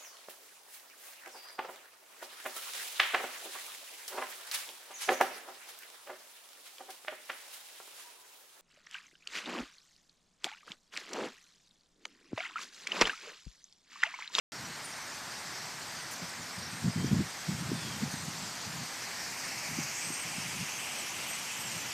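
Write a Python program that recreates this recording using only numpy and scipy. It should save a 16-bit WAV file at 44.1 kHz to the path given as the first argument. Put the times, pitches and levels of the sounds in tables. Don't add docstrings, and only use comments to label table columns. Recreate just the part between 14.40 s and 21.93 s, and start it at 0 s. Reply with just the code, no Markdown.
import sys
import numpy as np
from scipy import signal
from scipy.fft import rfft, irfft, next_fast_len
from scipy.io import wavfile
from scipy.ndimage import uniform_filter1d, map_coordinates

SR = 44100
rng = np.random.default_rng(int(sys.argv[2]) if len(sys.argv) > 2 else 0)


def generate_wav(signal):
    frames = np.transpose(np.atleast_2d(signal))
    scaled = np.clip(frames, -1, 1) * 32767
    pcm = np.round(scaled).astype(np.int16)
    wavfile.write(sys.argv[1], SR, pcm)


N = 332073
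TIME = np.arange(N) / SR

# f/Hz, relative spectral density/dB
BUFFET_SPECTRUM = [(25, -22), (50, -19), (80, -6), (120, -3.5), (165, 0), (230, -7.5), (320, -16.5),
                   (500, -27.5), (800, -46), (2000, -100)]
# t/s, hold/s, level before the bass cut/dB
WIND_GUSTS = [(.2, 0.066, -48.5), (1.793, .06, -49), (1.993, .03, -44), (2.184, 0.074, -42.5),
              (2.33, 0.093, -46.5), (2.442, 0.0442, -31.5), (2.564, 0.126, -34.5), (2.717, 0.097, -28),
              (3.091, 0.058, -35), (3.19, 0.1684, -38.5), (3.426, 0.14, -39.5), (3.62, 0.042, -35),
              (3.73, 0.17, -43.5), (3.944, 0.12, -45.5), (4.268, 0.1846, -45.5), (5.294, 0.16, -47.5),
              (5.66, .05, -48.5), (5.853, 0.33, -47), (6.182, 0.036, -42), (7.186, 0.19, -53)]
# t/s, envelope peak before the bass cut/dB, f/Hz
PORT_EDDIES = [(2.447, -27.5, 190), (2.483, -17.5, 166), (2.564, -24, 178), (2.646, -24, 308),
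               (2.719, -25, 165), (2.734, -16, 177), (2.768, -22.5, 159), (2.808, -23, 242),
               (3.096, -28, 224), (3.319, -23.5, 305), (3.334, -25, 209), (3.638, -25.5, 205),
               (3.742, -29.5, 202), (3.885, -33, 192), (4.279, -33.5, 155), (5.389, -24, 244),
               (5.405, -30.5, 159), (5.705, -32.5, 248), (5.985, -29.5, 180), (6.229, -33, 157),
               (7.368, -38, 153)]
# t/s, level/dB
CHATTER_LEVEL = [(0, -60), (2, -55.5), (3.6, -57), (4.6, -56), (6, -55.5), (7.5, -49)]
# t/s, duration/s, start f/Hz, end f/Hz, level/dB, rasp width/Hz
NEAR_SQUEAKS = [ (.235, 0.039, 5900, 5780, -50, 90), (.42, 0.165, 9330, 8800, -51.5, 60),
                (.518, .025, 5700, 5470, -49, 120), (.733, .033, 10260, 10240, -59, 30),
                (2.218, .066, 5740, 5400, -48, 200), (2.28, .28, 8590, 8550, -57, 90),
                (2.53, .22, 3060, 3290, -56, 60), (2.633, 0.0425, 5850, 5900, -48, 141),
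                (3.332, 0.27, 3680, 2960, -53, 65), (3.747, .087, 8480, 8110, -51, 100),
                (4.0, 0.126, 7900, 6675, -50, 450), (5.55, 0.16, 7600, 8550, -46, 276),
                (5.676, 0.171, 8430, 8540, -44.5, 95.6), (6.29, .11, 6200, 6380, -46, 297.6),
                (6.357, 0.282, 8020, 8180, -51, 380), (6.584, 0.04, 8300, 7600, -44, 251),
                (6.65, .06, 11200, 11300, -56, 200), (6.87, .055, 12550, 12200, -51, 250),
                (6.883, 0.093, 8750, 7700, -45.5, 262), (7.16, .082, 12900, 12400, -54, 330),
                (7.22, .2, 7860, 6120, -49.5, 420)]
# t/s, nominal f/Hz, level of the lowest band/dB, step from band to band/dB
NEAR_RASPS = [(1.705, 7240, -50.5, -2), (3.705, 6600, -46.5, -7)]
RASP_BAND_RATIOS = [0.97, 1.36, 1.85]
# t/s, fraction of the turn (0-1), depth of shading (0-1)
CAMERA_TURN = [(0, 0, .6), (2.6, 0, 0.48), (4.2, 0, .27), (4.7, .16, 0.48), (5.2, .37, 0.87),
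               (5.7, 0.63, 0.68), (6.1, 0.91, .67), (7.5, 0.98, .6)]
# f before the turn/Hz, f after/Hz, gain before/dB, gain
# after/dB, width/octaves, lateness (above 1 slides late in the turn)
TURN_BANDS = [(1662, 2490, 4, 8.5, 0.27, 0.39), (2950, 4250, -8.5, -5.5, 0.21, 1),
              (4730, 11560, 3, 4, 0.15, 1.75), (11500, 17800, 0.5, 5.5, .13, 1)]
# t/s, hiss level before trim and shading/dB
FLOCK_LEVEL = [(0.15, -47.5), (1.1, -45.5), (2.8, -45.5), (3.45, -43), (4.2, -43.5), (5.3, -40.5),
               (6.1, -40.5), (7.5, -40.5)]
# f/Hz, relative spectral density/dB
RUSH_SPECTRUM = [(40, -20.5), (120, -1.5), (270, -2), (450, -6), (620, -2.5), (850, 1), (1250, -1),
                 (2200, -1.29), (3200, -2), (5000, -15.5), (9000, -46)]
# f/Hz, relative spectral density/dB
HISS_SPECTRUM = [(1500, -23), (3200, -7.5), (4500, 1), (6000, 1.5), (7200, -2.5), (8300, -3.5),
                 (9200, -7.5), (10200, -14), (12000, -11.5), (13500, -15), (14700, -19), (15600, -30)]


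def amp(db):
    return 10 ** (np.asarray(db) / 20)


def unit(x):
    return x / np.sqrt(np.mean(x ** 2) + 1e-20)


def curves(rows, at=TIME):
    s, *cols = np.transpose(rows)
    return [np.interp(at, s, c) for c in cols]


def wobble(rate, size=N):
    knots = rng.standard_normal(int(size * rate / SR) + 4)
    return map_coordinates(knots, [np.arange(size) * rate / SR])


def filtered(x, response):
    m = next_fast_len(N + SR // 4)
    return irfft(rfft(x, m) * response(np.fft.rfftfreq(m, 1 / SR)), m)[:N]


def coloured(x, points):
    f, db = np.transpose(points)
    return unit(filtered(x, lambda hz: amp(np.interp(np.log(hz + 1), np.log(f), db))))


def add(track, s, sound):
    start = max(round(s * SR), 0)
    part = track[start:start + len(sound)]
    part += sound[:len(part)]


def wind_strength(breeze_db=-64.5, swing_db=2.5, attack_s=0.0093, release_s=0.0232):
    power = amp(breeze_db + swing_db * wobble(5)) ** 2
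    for s, hold, db in WIND_GUSTS:
        fade = np.maximum(s - TIME, 0) / attack_s + np.maximum(TIME - s - hold, 0) / release_s
        power += (amp(db) * np.exp(-fade)) ** 2
    return np.sqrt(power)


def wind(eddy_cycles=0.72, low_cut_hz=95, lumpy_db=2.5):
    out = wind_strength()
    out *= unit(amp(lumpy_db * wobble(35)) * coloured(rng.standard_normal(N), BUFFET_SPECTRUM))
    t = np.arange(-SR // 40, SR // 40) / SR
    for s, db, hz in PORT_EDDIES:
        envelope = amp(db) * np.exp(-(t * hz / eddy_cycles) ** 2)
        add(out, s + t[0], envelope * np.sin(2 * np.pi * (hz * t + rng.random())))
    return filtered(out, lambda hz: hz ** 3 / np.hypot(hz ** 3, low_cut_hz ** 3))


def squeak(length, start_hz, end_hz, rasp_hz, pure_hz=70):
    size = max(int(length * SR), 64)
    phase = 2 * np.pi * np.cumsum(np.linspace(start_hz, end_hz, size)) / SR
    in_phase = pure_hz / rasp_hz + wobble(2 * rasp_hz, size)
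    quadrature = wobble(2 * rasp_hz, size)
    voice = in_phase * np.sin(phase) + quadrature * np.cos(phase)
    return unit(voice) * signal.windows.tukey(size, 1 / 3)


def chatter(low_hz=4800, high_hz=8700, rasp_hz=150, spread_db=7, count=340):
    out = np.zeros(N)
    for bird, (when, pitch, life, glide, loudness) in enumerate(rng.random((count, 5))):
        hz = low_hz + (high_hz - low_hz) * np.sqrt(pitch)
        sound = squeak(.015 + .035 * life, hz, hz * (.93 + .11 * glide), rasp_hz)
        add(out, (bird + when) / count * TIME[-1], amp(spread_db * loudness) * sound)
    return amp(curves(CHATTER_LEVEL)[0]) * unit(out)


def near_calls(rasp_s=0.042, rasp_width_hz=600):
    out = np.zeros(N)
    for s, length, start_hz, end_hz, db, rasp_hz in NEAR_SQUEAKS:
        add(out, s, amp(db) * squeak(length, start_hz, end_hz, rasp_hz))
    for s, hz, db, step_db in NEAR_RASPS:
        for band, ratio in enumerate(RASP_BAND_RATIOS):
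            add(out, s, amp(db + band * step_db) * squeak(rasp_s, ratio * hz, ratio * hz, rasp_width_hz))
    return out


def turning_colour(x):
    hz, t, spectrum = signal.stft(x, SR, nperseg=1024)
    turn, depth = np.clip(curves(CAMERA_TURN, t), 0, 1)
    shade_db = np.zeros(spectrum.shape)
    for before_hz, after_hz, before_db, after_db, octaves, lateness in TURN_BANDS:
        slide = turn ** lateness
        centre_hz = before_hz * (after_hz / before_hz) ** slide
        bell = np.exp(-.5 * (np.log2((hz[:, None] + 1) / centre_hz) / octaves) ** 2)
        shade_db += depth * (before_db + (after_db - before_db) * slide) * bell
    return signal.istft(spectrum * amp(shade_db), SR, nperseg=1024)[1][:N]


def far_wings(patchy_db):
    spectrum = signal.stft(rng.standard_normal(N), nperseg=512)[2]
    patches = uniform_filter1d(rng.standard_normal(spectrum.shape), 8, axis=0)
    patches = unit(uniform_filter1d(patches, 9, axis=1))
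    return unit(signal.istft(spectrum * amp(patchy_db * patches), nperseg=512)[1][:N])


def near_wings(pass_s, beat_hz=12, count=60):
    t = TIME[::16]
    power = np.zeros(len(t))
    for bird, (when, pace, phase) in enumerate(rng.random((count, 3))):
        closest_s = (bird + when) / count * t[-1]
        nearness = 1 / (1 + ((t - closest_s) / pass_s) ** 2)
        stroke = np.sin(np.pi * (beat_hz * (.65 + .7 * pace) * t + phase)) ** 12
        power += nearness ** 2 * stroke
    return unit(np.sqrt(np.repeat(power, 16)[:N]) * rng.standard_normal(N))


def flock(rush_mean_db=-44, rush_follows=0.2, hiss_trim_db=-1.06):
    level_db, = curves(FLOCK_LEVEL)
    rush_db = rush_mean_db + rush_follows * (level_db - level_db.mean())
    air = far_wings(patchy_db=1.128) + amp(-8.5) * near_wings(pass_s=0.42)
    feathers = far_wings(patchy_db=1.64) + amp(-11) * near_wings(pass_s=0.077)
    rush = amp(rush_db) * coloured(air, RUSH_SPECTRUM)
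    hiss = amp(level_db + hiss_trim_db) * coloured(feathers, HISS_SPECTRUM)
    return rush + hiss


def scene():
    pressure = turning_colour(flock()) + near_calls() + chatter() + wind()
    return np.tile(pressure, (2, 1))


def record(dry, start_s=0.12, top_hz=15650):
    return np.array([filtered(channel * (TIME > start_s), lambda hz: hz < top_hz) for channel in dry])


dry = scene()
out = record(dry)
generate_wav(out)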